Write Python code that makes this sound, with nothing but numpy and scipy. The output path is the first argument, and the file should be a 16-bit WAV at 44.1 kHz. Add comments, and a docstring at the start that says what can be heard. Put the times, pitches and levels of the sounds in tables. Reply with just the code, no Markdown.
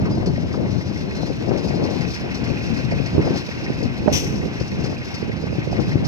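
"""From the start a small tracked bulldozer creeps over dirt some way off: its idling diesel clatters, a
cover taps once a cycle and steel links clank, while gusts buffet a phone's two microphone ports, each in
its own way, and drown the bass. Sliding metal squeals in the first two seconds; dry track pins chatter,
loudest near 2.7 s. Just after 4 s the hardest gust rings the right port, then one long hiss bursts out
and leaks away. Lower squeals follow as the tracks clank on."""
import sys
import numpy as np
from scipy.fft import rfft, irfft, next_fast_len
from scipy.io import wavfile
from scipy.ndimage import map_coordinates

SR = 44100
rng = np.random.default_rng(int(sys.argv[2]) if len(sys.argv) > 2 else 0)


def master_out(mix):
    """Clip the mix to full scale and print it as 16-bit PCM to the path in sys.argv[1]."""
    frames = np.transpose(np.atleast_2d(mix))
    ceiling = np.clip(frames, -1, 1)
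    pcm = np.round(ceiling * 32767).astype(np.int16)
    wavfile.write(sys.argv[1], SR, pcm)


N = 267731

# machine drive: t/s, engine level/dB, grind level/dB, pin level/dB (all relative)
MACHINE_LEVELS = [(0.0, -49, -49, -52), (0.3, -50, -50.5, -59), (0.75, -49.5, -49, -57),
                  (1.0, -47.5, -47.5, -47), (1.3, -48.5, -47.5, -45), (1.7, -47.5, -47.5, -43.5),
                  (1.98, -44.5, -44, -43), (2.5, -45, -47, -38.5), (2.75, -45, -46, -37),
                  (3.0, -45, -47.5, -41), (3.4, -45.5, -44, -42), (3.9, -46, -48.5, -42.5),
                  (4.3, -46, -48.5, -42.5), (4.9, -47, -48.5, -43.5), (5.2, -45.5, -48, -43.5),
                  (5.46, -47.5, -49, -44.5), (5.71, -46, -49, -44), (6.07, -46.5, -46, -51)]
# engine block spectrum: f/Hz, level/dB
BLOCK_SPECTRUM = [(300, -14), (700, 2), (1100, -1), (1290, -4), (1560, 1.5), (1760, -1), (2100, 3),
                  (2750, -1.5), (3200, -6.5), (3550, -10.5), (4200, -15.5), (6000, -38), (8000, -59)]
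# two knocks per cylinder: delay from tap/cycles, relative level/dB
CYLINDER_KNOCKS = [(0.0, 2.5), (.085, 4.5), (.255, 0.5), (.335, 1.5), (.49, -12), (.57, -1.5), (.76, -2),
                   (.84, 3)]
# loose cover modes: f/Hz, level/dB, t60/s
COVER_MODES = [(2130, 0, 0.1), (1903, -2, 0.08), (1730, -11, 0.032), (2550, -13, 0.055)]
def engine():
    """Firings swell the block's clatter; a tap rings the cover and rebounds. Returns sound and beat."""
    first_tap_s, cycle_s, tap_over_engine_db = 0.0575, 0.15023, 16.5
    level_db = curves(MACHINE_LEVELS)[0]
    tap_s = first_tap_s + cycle_s * np.arange(40)
    tap_db = level_db[(tap_s * SR).astype(int)] + tap_over_engine_db + 2 * rng.standard_normal(len(tap_s))
    delay_cycles, cylinder_db = np.transpose(CYLINDER_KNOCKS)
    knock_s = np.concatenate([tap_s + delay * cycle_s for delay in delay_cycles])
    knock_db = np.repeat(cylinder_db, len(tap_s)) + 1.2 * rng.standard_normal(len(knock_s))
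    beat = np.hypot(1, blows(knock_s, knock_db + 2.5, t60_s=0.022, attack_s=0.0022))
    clatter = unit(beat * amp(1.36 * wobble(25)) * noise(BLOCK_SPECTRUM, channels=2))
    taps = struck(np.append(tap_s, tap_s + 0.06), np.append(tap_db, tap_db - 6.5),
                  COVER_MODES, spread_db=0.5)
    return amp(level_db + 8) * clatter + taps * [[1], [0.3]], beat


# track plate modes: f/Hz, level/dB, t60/s
PLATE_MODES = [(3680, -8.5, 0.062), (4190, -3.5, 0.056), (4340, -5.5, 0.07), (4406, -2, 0.11),
               (4785, 0, 0.073), (4984, 2, 0.098), (5200, -1, 0.072), (5230, -3, 0.037), (5500, -5, 0.046),
               (5684, 2, 0.063), (5740, -0.5, 0.038), (6440, -7, 0.04)]
def plate_noise(sharpness, flicker_db):
    """Steel noise sounds fitfully through each plate resonance."""
    out = 0
    for hz, db, t60_s in PLATE_MODES:
        flicker = amp(flicker_db * wobble(9))
        out += flicker * filtered(noise(STEEL_SPECTRUM, channels=2), modes([(hz, sharpness / t60_s, db)]))
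    return unit(out)


# track steel spectrum at the microphone: f/Hz, level/dB
STEEL_SPECTRUM = [(2000, -19), (3400, -3.5), (4200, -0.5), (4600, -6), (5000, 0), (5800, -3), (6600, -11),
                  (7600, -18.5), (9100, -27.5), (9700, -33), (11200, -24.5), (13600, -24), (14150, -38),
                  (14700, -29), (15400, -45)]
def track_grind(beat):
    """Links grind steadily, shaken by the firings."""
    shake = beat ** 1.64 * amp(0.9 * wobble(14) + 1.96 * wobble(60))
    steel = noise(STEEL_SPECTRUM, channels=2) + 0.74 * plate_noise(sharpness=6.5, flicker_db=3.5)
    return amp(curves(MACHINE_LEVELS)[1] + 5) * unit(shake * steel)


# link landings: t/s, relative level/dB, t60/s, f/Hz
LINK_CLANKS = [(0.0553, -33, 0.045, 4180), (0.1101, -33, 0.11, 5000), (0.1486, -32, 0.074, 4980),
               (0.259, -28, 0.13, 4560), (0.4025, -37, 0.14, 5450), (0.5267, -33, 0.12, 4880),
               (0.8644, -39, 0.11, 5060), (0.9727, -32.5, 0.13, 5230), (1.0026, -44, 0.073, 4920),
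               (1.1493, -28, 0.12, 4140), (1.2196, -33, 0.12, 4130), (1.263, -32, 0.15, 5070),
               (1.4795, -35.5, 0.12, 5220), (1.5738, -27.5, 0.11, 5170), (1.6018, -39, 0.073, 4970),
               (1.6731, -31, 0.16, 4300), (1.7554, -35, 0.069, 4150), (1.8367, -27, 0.094, 4980),
               (1.9016, -30.5, 0.097, 5440), (2.0063, -29, 0.12, 4980), (2.1021, -32.5, 0.14, 5210),
               (2.137, -27, 0.14, 5730), (2.3436, -28, 0.2, 5670), (2.4369, -31, 0.14, 5200),
               (2.4743, -31.5, 0.065, 4420), (2.6125, -39, .12, 5080), (2.6584, -31.5, 0.16, 5000),
               (2.7402, -33, 0.21, 5080), (2.7677, -30, 0.2, 5100), (2.9083, -32, 0.14, 5040),
               (3.0584, -29.5, 0.11, 4930), (3.1368, -33, .08, 5800), (3.249, -31, 0.12, 4980),
               (3.3583, -28, 0.1, 5040), (3.372, -24.5, 0.11, 5340), (3.512, -32, 0.1, 5590),
               (3.5882, -36, 0.068, 5830), (3.638, -30, 0.085, 5670), (3.7309, -36, .08, 5470),
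               (3.7723, -38, .08, 5700), (3.8272, -26.5, 0.1, 5100), (4.3545, -30, 0.18, 5800),
               (4.5974, -30.5, 0.22, 5000), (4.67, -31.5, 0.12, 5500), (4.8036, -30.5, 0.069, 5670),
               (4.8369, -23.5, 0.14, 5450), (4.8944, -33, 0.15, 5540), (5.048, -33, 0.071, 5460),
               (5.1412, -24, 0.088, 4980), (5.2091, -34, 0.074, 4990), (5.3632, -45, 0.096, 5010),
               (5.4101, -35, .08, 4980), (5.462, -39, 0.097, 4980), (5.7109, -34, 0.2, 5020),
               (5.7982, -35.5, 0.18, 5370), (5.911, -31, 0.076, 5700), (6.047, -26.5, 0.16, 5060)]
# landing spectrum: f/Hz, level/dB
CRASH_SPECTRUM = [(2000, -0.5), (3400, -3), (4300, -9), (5000, -3), (5800, -3), (6600, -4), (7600, -12.5),
                  (9700, -26), (11500, -21), (13600, -31), (14200, -28), (15400, -40)]
def track_clanks():
    """A link lands in a broad crash and bounces, favouring the plate modes near its pitch."""
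    favour_db, favour_width_hz, bounce_loss_db_per_s = 7, 210, 230
    times_s, levels_db, t60_s, pitches_hz = np.transpose(LINK_CLANKS)
    metal = unit(noise(CRASH_SPECTRUM, channels=2) + 1.34 * plate_noise(sharpness=4.7, flicker_db=3))
    envelope = blows(times_s, levels_db, t60_s, attack_s=0.0036)
    crash = amp(-2 + 1.4 * wobble(70)) * envelope * metal
    rattle = np.zeros(N)
    for start_s, level_db, pitch_hz in zip(times_s, levels_db, pitches_hz):
        favoured = [(hz, db + favour_db * np.exp(-((hz - pitch_hz) / favour_width_hz) ** 2), ring_s)
                    for hz, db, ring_s in PLATE_MODES]
        bounce_s = np.append(0, rng.uniform(0, 0.03, 4))
        bounce_db = level_db - 19.5 - bounce_loss_db_per_s * bounce_s
        rattle += struck(start_s + bounce_s, bounce_db, favoured, spread_db=4)
    return crash + rattle * [[1], [0.3]]


# frame knocks: t/s, level/dB
FRAME_KNOCKS = [(0.052, -28), (.07, -30), (0.541, -29), (5.468, -35), (5.765, -44)]
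# frame spectrum: f/Hz, level/dB
FRAME_SPECTRUM = [(500, -30), (850, 6.5), (1200, 4.5), (1700, -3), (2400, -23), (3500, -51)]
def frame_thuds():
    """Dull knocks of the frame."""
    times_s, levels_db = np.transpose(FRAME_KNOCKS)
    return blows(times_s, levels_db, t60_s=0.079, attack_s=0.00083) * noise(FRAME_SPECTRUM, channels=2)


# track pin resonances, applied twice: f/Hz, width/Hz, level/dB
PIN_MODES = [(2295, 190, -5.5), (2537, 130, 0), (2753, 60, -2)]
def pin_chatter():
    """Dry pins slip at a steady rate, every second slip stronger; heard mostly on the right."""
    slip_hz, depth_db, alternate_db = 57.6, 8, 2
    phase = 2 * np.pi * slip_hz * np.arange(N) / SR + 0.44 * wobble(5.5)
    pulse_db = depth_db * np.cos(phase) + alternate_db * np.cos(phase / 2)
    slips = amp(pulse_db + 0.8 * wobble(130) + 0.9 * wobble(14)) * rng.standard_normal((2, N))
    ringing = unit(filtered(slips, lambda hz: modes(PIN_MODES)(hz) ** 2))
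    common, right_only = amp(curves(MACHINE_LEVELS)[2]) * ringing
    return np.array([amp(-25.5) * common, amp(1) * (0.63 * common + 0.52 * right_only)])


# metal squeals: t/s, length/s, f/Hz, level/dB
METAL_SQUEALS = [(0.662, 0.16, 4240, -54), (.97, 0.059, 3540, -50), (0.996, .05, 4200, -50),
                 (1.07, .06, 4200, -47), (1.142, 0.13, 4140, -45), (1.72, 0.16, 4220, -51),
                 (1.902, 0.12, 4300, -47.5), (4.58, 0.18, 2750, -52), (5.099, 0.13, 2735, -47),
                 (5.57, 0.36, 2770, -52), (5.976, .09, 2700, -51)]
def squeals():
    """Metal sliding on metal gives short, unsteady whistles."""
    out = np.zeros(N + SR)
    for start_s, length_s, hz, db in METAL_SQUEALS:
        t = np.arange(round(length_s * SR)) / SR
        swell = np.abs(np.sin(np.pi * t / length_s)) ** 0.28 * amp(db + 1.3 * wobble(44, size=len(t)))
        whistle = np.sin(2 * np.pi * hz * t + 0.55 * wobble(70, size=len(t)))
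        out[round(start_s * SR):][:len(t)] += swell * whistle
    return out[:N]


# hiss spectrum: f/Hz, level/dB
HISS_SPECTRUM = [(1500, -24), (2100, -4), (2800, -4), (3700, -8), (4600, -10.5), (5700, 5.5), (6200, 1.5),
                 (6800, -12.5), (8800, -17), (9900, -40), (11300, -19), (13500, -17), (14200, -28),
                 (15000, -38), (15400, -63)]
def hiss():
    """A sudden jet holds briefly and drops; a weaker stream leaks on."""
    start_s, attack_s, hold_s, level_db = 4.1235, 0.0014, 0.035, -19
    jet_fade_db_per_s, leak_fade_db_per_s = 199, 83
    t = np.clip(np.arange(N) / SR - start_s, 0, None)
    fading_s = np.clip(t - hold_s, 0, None)
    jet = amp(-jet_fade_db_per_s * fading_s)
    leak = amp(-8 - leak_fade_db_per_s * fading_s)
    envelope = (1 - np.exp(-t / attack_s)) ** 2 * np.hypot(jet, leak)
    return envelope * amp(level_db + 1.2 * wobble(110)) * noise(HISS_SPECTRUM, channels=2)


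# machine, right port against left: f/Hz, level/dB
MACHINE_RIGHT_GAIN = [(800, 0), (2600, -1.5), (4400, -0.5), (5000, -3.5), (6000, -11.5), (7500, -2.5),
                      (12000, -4.5), (14000, 1), (15200, 3)]
# hiss, right port against left: f/Hz, level/dB
HISS_RIGHT_GAIN = [(2000, -4.5), (3500, 1), (4800, -5), (5700, -14), (7000, -8), (8800, -2), (11000, -3),
                   (13200, -12), (14300, 4)]
# likeness of the ports: f/Hz, coherence
PORT_COHERENCE = [(800, 0.98), (2100, 0.73), (2700, 0.4), (4500, 0.93), (5600, 0.46), (7000, 0.54),
                  (14000, 0.28)]
# lead of the right port: f/Hz, lead/ms
RIGHT_LEAD = [(1000, 0.2), (2400, 0.2), (3000, .16), (4600, 0.17), (5500, 0.14), (7000, 0.17),
              (9000, 0.201)]
def at_ports(pair, right_gain):
    """The left port hears pair[0]; the right hears it earlier, coloured and blended with pair[1]."""
    def right_path(hz):
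        angle = np.arccos(np.clip(along(PORT_COHERENCE, hz), 0, 1))
        lead = np.exp(2j * np.pi * hz * along(RIGHT_LEAD, hz) / 1000)
        return amp(along(right_gain, hz)) * lead * [np.cos(angle), np.sin(angle)]
    return np.array([pair[0], filtered(pair, right_path).sum(axis=0)])


# wind on the left port: t/s, flutter level/dB, rumble level/dB (both relative)
GUSTS_LEFT = [(0.0, -25.5, -19.5), (0.12, -25, -23.5), (0.28, -22, -21.5), (0.36, -28, -19),
              (0.52, -24.5, -24.5), (0.6, -23.5, -20.5), (1.0, -29.5, -26), (1.28, -25, -25.5),
              (1.36, -30, -28), (1.52, -19, -20.5), (1.6, -21.5, -21), (1.7, -21.5, -17), (1.74, -21, -23),
              (1.84, -18.5, -24), (2.04, -25, -21), (2.2, -36, -30), (2.24, -25, -29), (2.32, -28, -24.5),
              (2.52, -24.5, -22.5), (2.6, -26.5, -24), (2.72, -28.5, -20), (2.8, -27, -20),
              (2.88, -33, -23.5), (2.92, -23.5, -17.5), (3.08, -31.5, -27.5), (3.16, -21, -21.5),
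              (3.36, -21.5, -20), (3.48, -35.5, -32.5), (3.6, -27, -24.5), (3.72, -31, -26.5),
              (3.84, -25, -18.5), (3.92, -31, -26), (4.12, -25, -20.5), (4.28, -27, -23),
              (4.32, -30.5, -28), (4.56, -32.5, -27), (4.6, -28, -26), (4.72, -32.5, -28.5),
              (4.84, -24.5, -20), (5.0, -31.5, -31), (5.32, -32, -32.5), (5.4, -34, -34.5),
              (5.6, -28, -25.5), (5.68, -32, -30), (5.8, -21.5, -21), (5.84, -28, -23), (5.96, -25, -19),
              (6.07, -26.5, -28)]
# wind on the right port: t/s, flutter level/dB, rumble level/dB (both relative)
GUSTS_RIGHT = [(0.0, -29.5, -20), (0.12, -26, -19), (0.24, -30, -23.5), (0.52, -33.5, -29),
               (0.72, -30, -27), (0.76, -39, -32.5), (0.96, -33.5, -28), (1.04, -36, -31.5),
               (1.32, -35, -28), (1.44, -35, -32), (1.76, -32, -27), (1.84, -28, -23), (1.96, -33, -32.5),
               (2.56, -36, -29), (2.72, -35, -30.5), (2.84, -37, -31), (2.92, -26.0, -23), (3.08, -37, -34),
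               (3.16, -25, -22), (3.32, -25.5, -25), (3.4, -33.5, -32), (3.48, -30.5, -36), (3.6, -37, -29),
               (3.68, -28.5, -27), (3.96, -36, -31), (4.04, -25.5, -25.5), (4.12, -20, -27),
               (4.16, -30, -29), (4.32, -28.5, -21.5), (4.44, -26, -24), (4.56, -32, -29.5),
               (4.72, -29.5, -26.5), (4.8, -33, -30), (4.92, -28, -33), (5.0, -38, -33.5), (5.16, -35, -32),
               (5.24, -30.5, -25.5), (5.36, -28, -25), (5.4, -29.5, -24), (5.56, -31, -26.5),
               (5.6, -34, -29), (5.72, -26, -22), (5.8, -31.5, -33), (5.88, -30, -21.5), (6.0, -32, -30),
               (6.07, -24.5, -16)]
# rumble spectrum: f/Hz, level/dB
RUMBLE_SPECTRUM = [(15, -70), (25, -48), (45, -26), (80, 0.5), (130, 5.5), (220, 1.5), (350, -10),
                   (600, -70.5)]
# flutter spectrum: f/Hz, level/dB
FLUTTER_SPECTRUM = [(150, -12), (280, -1), (450, -6.5), (700, -18), (1100, -27), (1700, -36.5), (3000, -63),
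                    (6000, -120)]
def port_wind(gusts, spiky_db):
    """Eddies roll over a port as lumpy rumble and spikier flutter; strong flow brightens, then chokes."""
    swell_db, edge_hz, edge_width_hz, choke_amplitude = 0.64, 732, 500, 0.47
    flutter_db, rumble_db = np.array(curves(gusts)) + swell_db * np.array([wobble(12), wobble(11)])
    lumps = wobble(30) + 0.74 * wobble(80)
    rumble = unit(amp(1.92 * lumps) * noise(RUMBLE_SPECTRUM, channels=1)[0])
    flutter = unit(amp(1.05 * lumps + spiky_db * wobble(110)) * noise(FLUTTER_SPECTRUM, channels=1)[0])
    edge_db = -7.5 + 0.94 * (flutter_db + 30)
    edge = amp(edge_db) * filtered(flutter, modes([(edge_hz, edge_width_hz, 0)]))
    flow = amp(rumble_db + 1.5) * rumble + amp(flutter_db - 1.5) * (flutter + edge)
    return soft_limit(flow, choke_amplitude, hardness=4)


# loudest eddies: t/s, level/dB, f/Hz, port (0 left, 1 right)
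LOUD_POPS = [(0.089, -22, 280, 1), (0.26, -20, 348, 1), (0.302, -10, 550, 1), (0.273, -2, 376, 0),
             (0.379, -5.5, 520, 0), (0.575, -6, 415, 0), (1.231, -3.5, 470, 0), (1.302, -2.5, 448, 0),
             (1.312, -9, 325, 1), (1.474, -7, 520, 0), (1.49, -6, 430, 0), (1.535, -4, 477, 0),
             (1.558, -6, 566, 0), (1.662, -6.5, 420, 0), (1.673, -6, 605, 0), (1.706, -2, 640, 0),
             (1.803, -5, 560, 0), (1.852, -6, 600, 0), (1.834, -9, 395, 1), (2.5, -5.5, 380, 0),
             (2.784, -8.5, 326, 0), (2.922, -1.5, 590, 1), (2.935, -5.5, 304, 0), (2.999, -3.5, 327, 0),
             (3.148, -2.5, 423, 0), (3.149, -4, 240, 1), (3.179, 1.5, 260, 1), (3.192, 0, 273, 1),
             (3.278, -1.5, 550, 0), (3.306, -2.5, 360, 0), (3.489, -8, 380, 1), (3.7, -2.5, 360, 1),
             (3.826, -7, 372, 0), (4.059, -1.5, 480, 1), (4.0745, 5, 430, 1), (4.092, -1, 810, 1),
             (4.254, -4.5, 320, 0), (4.311, -6, 426, 1), (4.458, -4.5, 370, 1), (4.611, -3.5, 246, 0),
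             (4.727, -6.5, 358, 1), (4.841, -6, 350, 0), (5.216, -10, 406, 1), (5.226, -6, 300, 1),
             (5.289, -10, 332, 1), (5.296, -4, 337, 1), (5.438, -5.5, 297, 1), (5.527, -4, 500, 1),
             (5.553, -5.5, 593, 1), (5.583, -1.5, 316, 0), (5.673, -4.5, 357, 1), (5.728, -1, 625, 1),
             (5.79, -1, 390, 0), (5.951, -10, 307, 1), (5.955, 0, 282, 0)]
def eddy_pops():
    """An eddy bursts on a port: a blunt push of either sign with a few ragged cycles on top."""
    push_corner_hz, ring_cycles, stretch_per_db = 480, 8.96, 0.036
    out, t = np.zeros((2, N + SR)), np.arange(SR // 16) / SR
    rise = np.sin(np.pi / 2 * np.clip(t / 0.0027, 0, 1)) ** 2
    pops = np.vstack([LOUD_POPS, small_pops(GUSTS_LEFT, port=0, count=20),
                      small_pops(GUSTS_RIGHT, port=1, count=30)])
    for (start_s, db, hz, port), sign in zip(pops, rng.choice([-1, 1], len(pops))):
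        cycles = np.sin(2 * np.pi * hz * t + 1.34 * wobble(203, size=len(t)))
        push = 1.42 * min(1, (push_corner_hz / hz) ** 3) * np.sin(np.pi * hz * t)  # octave below
        t60_s = np.clip(ring_cycles / hz * (1 + stretch_per_db * db), 0.01, 0.1)
        envelope = rise * amp(db - 60 * t / t60_s)
        out[round(port), round(start_s * SR):][:len(t)] += sign * envelope * (cycles + push)
    return out[:, :N]


def small_pops(gusts, port, count):
    """Pop rows for small eddies at random times, scaled by the wind on their port."""
    when, weakness, pitch = rng.uniform(size=(count, 3)).T
    wind_db = curves(gusts)[0][(when * (N - 1)).astype(int)]
    level_db = wind_db + 11.5 - 8 * weakness
    pitch_hz = 344 * 1.5 ** (pitch - 0.5)
    return np.transpose([when * N / SR, level_db, pitch_hz, np.full(count, port)])


# right port modes: f/Hz, level/dB, t60/s
PORT_MODES = [(214, -1.5, 0.052), (415, -12, .04), (606, 2, 0.07), (794, -7, 0.083), (1520, -17, 0.034)]
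def port_thump():
    """The hardest gust sets the right port ringing."""
    return [[0], [1]] * struck(times_s=[4.0775], levels_db=[-2.5], table=PORT_MODES, spread_db=0)


# spectrum of the largest eddies: f/Hz, level/dB
SURGE_SPECTRUM = [(15, -70), (25, -42), (45, -5.5), (75, 2), (110, -2.5), (160, -19), (300, -70.5)]
def wind_surge():
    """The largest eddies cover both ports and follow their mean rumble level."""
    mean_db = (curves(GUSTS_LEFT)[1] + curves(GUSTS_RIGHT)[1]) / 2
    common, *separate = noise(SURGE_SPECTRUM, channels=3)
    return amp(mean_db - 5) * unit(0.5 * common + np.array(separate))


def struck(times_s, levels_db, table, spread_db):
    """Each blow rings the modes, slightly detuned, their levels scattered by spread_db."""
    out, t = np.zeros(N + SR), np.arange(SR // 8) / SR
    hz, mode_db, t60_s = np.transpose(table)[..., None]
    envelope = amp(mode_db - 60 * t / t60_s) * (1 - np.exp(-t / 0.00066))
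    for start_s, db in zip(times_s, levels_db):
        scatter, detune = rng.standard_normal((2, len(table), 1))
        ring = amp(db + spread_db * scatter) * envelope * np.sin(2 * np.pi * hz * (1 + 0.0087 * detune) * t)
        out[round(start_s * SR):][:len(t)] += ring.sum(axis=0)
    return out[:N]


def blows(times_s, levels_db, t60_s, attack_s):
    """Envelope of decaying blows, summed in power."""
    power, t = np.zeros(N + SR), np.arange(SR // 6) / SR
    rise = (1 - np.exp(-t / attack_s)) ** 2
    for start_s, db, fade_s in np.broadcast(times_s, levels_db, t60_s):
        power[round(start_s * SR):][:len(t)] += amp(2 * db - 120 * t / fade_s) * rise
    return np.sqrt(power[:N])


def modes(table):
    """Causal response of resonances given as f/Hz, width/Hz, level/dB."""
    return lambda f: sum((-1) ** k * amp(db) * 1j * f * width / (hz * hz - f * f + 1j * f * width)
                         for k, (hz, width, db) in enumerate(table))


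def noise(spectrum, channels):
    """Independent noises of one colour, rms 1."""
    return unit(filtered(rng.standard_normal((channels, N)), lambda hz: amp(along(spectrum, hz))))


def filtered(x, response):
    """Apply a complex frequency response."""
    size = next_fast_len(N + SR // 2)
    return irfft(rfft(x, size) * response(np.fft.rfftfreq(size, 1 / SR)), size)[..., :N]


def wobble(rate_hz, size=N):
    """Smooth random curve with knots at rate_hz."""
    knots = rng.standard_normal(int(size * rate_hz / SR) + 4)
    return map_coordinates(knots, [np.arange(size) * rate_hz / SR])


def curves(rows):
    """Per-sample curve of each column after t/s."""
    times_s, *columns = np.transpose(rows)
    return [np.interp(np.arange(N) / SR, times_s, column) for column in columns]


def along(points, hz):
    """Interpolate on a log frequency axis."""
    points_hz, values = np.transpose(points)
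    return np.interp(np.log(hz + 1), np.log(points_hz + 1), values)


def soft_limit(x, ceiling, hardness):
    return x / (1 + np.abs(x / ceiling) ** hardness) ** (1 / hardness)


def amp(db):
    return 10 ** (np.asarray(db) / 20)


def unit(x):
    return x / np.sqrt(np.mean(x ** 2) + 1e-20)


def scene():
    """Bulldozer and wind at the two ports."""
    motor, beat = engine()
    body = motor + track_grind(beat) + track_clanks() + frame_thuds() + squeals()
    bulldozer = at_ports(body, MACHINE_RIGHT_GAIN) + pin_chatter() + at_ports(hiss(), HISS_RIGHT_GAIN)
    wind = np.array([port_wind(GUSTS_LEFT, spiky_db=2), port_wind(GUSTS_RIGHT, spiky_db=3)])
    return bulldozer + wind + wind_surge() + eddy_pops() + port_thump()


def record(dry):
    """The phone cuts the deepest bass, rounds off the loudest gusts and limits the band."""
    low_cut_hz, top_hz = 45, 15450
    lean = filtered(dry, lambda hz: (1j * hz / (low_cut_hz + 1j * hz)) ** 2)
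    rounded = soft_limit(lean, ceiling=0.92, hardness=6)
    return filtered(rounded, lambda hz: hz < top_hz)


dry = scene()
out = record(dry)
master_out(out)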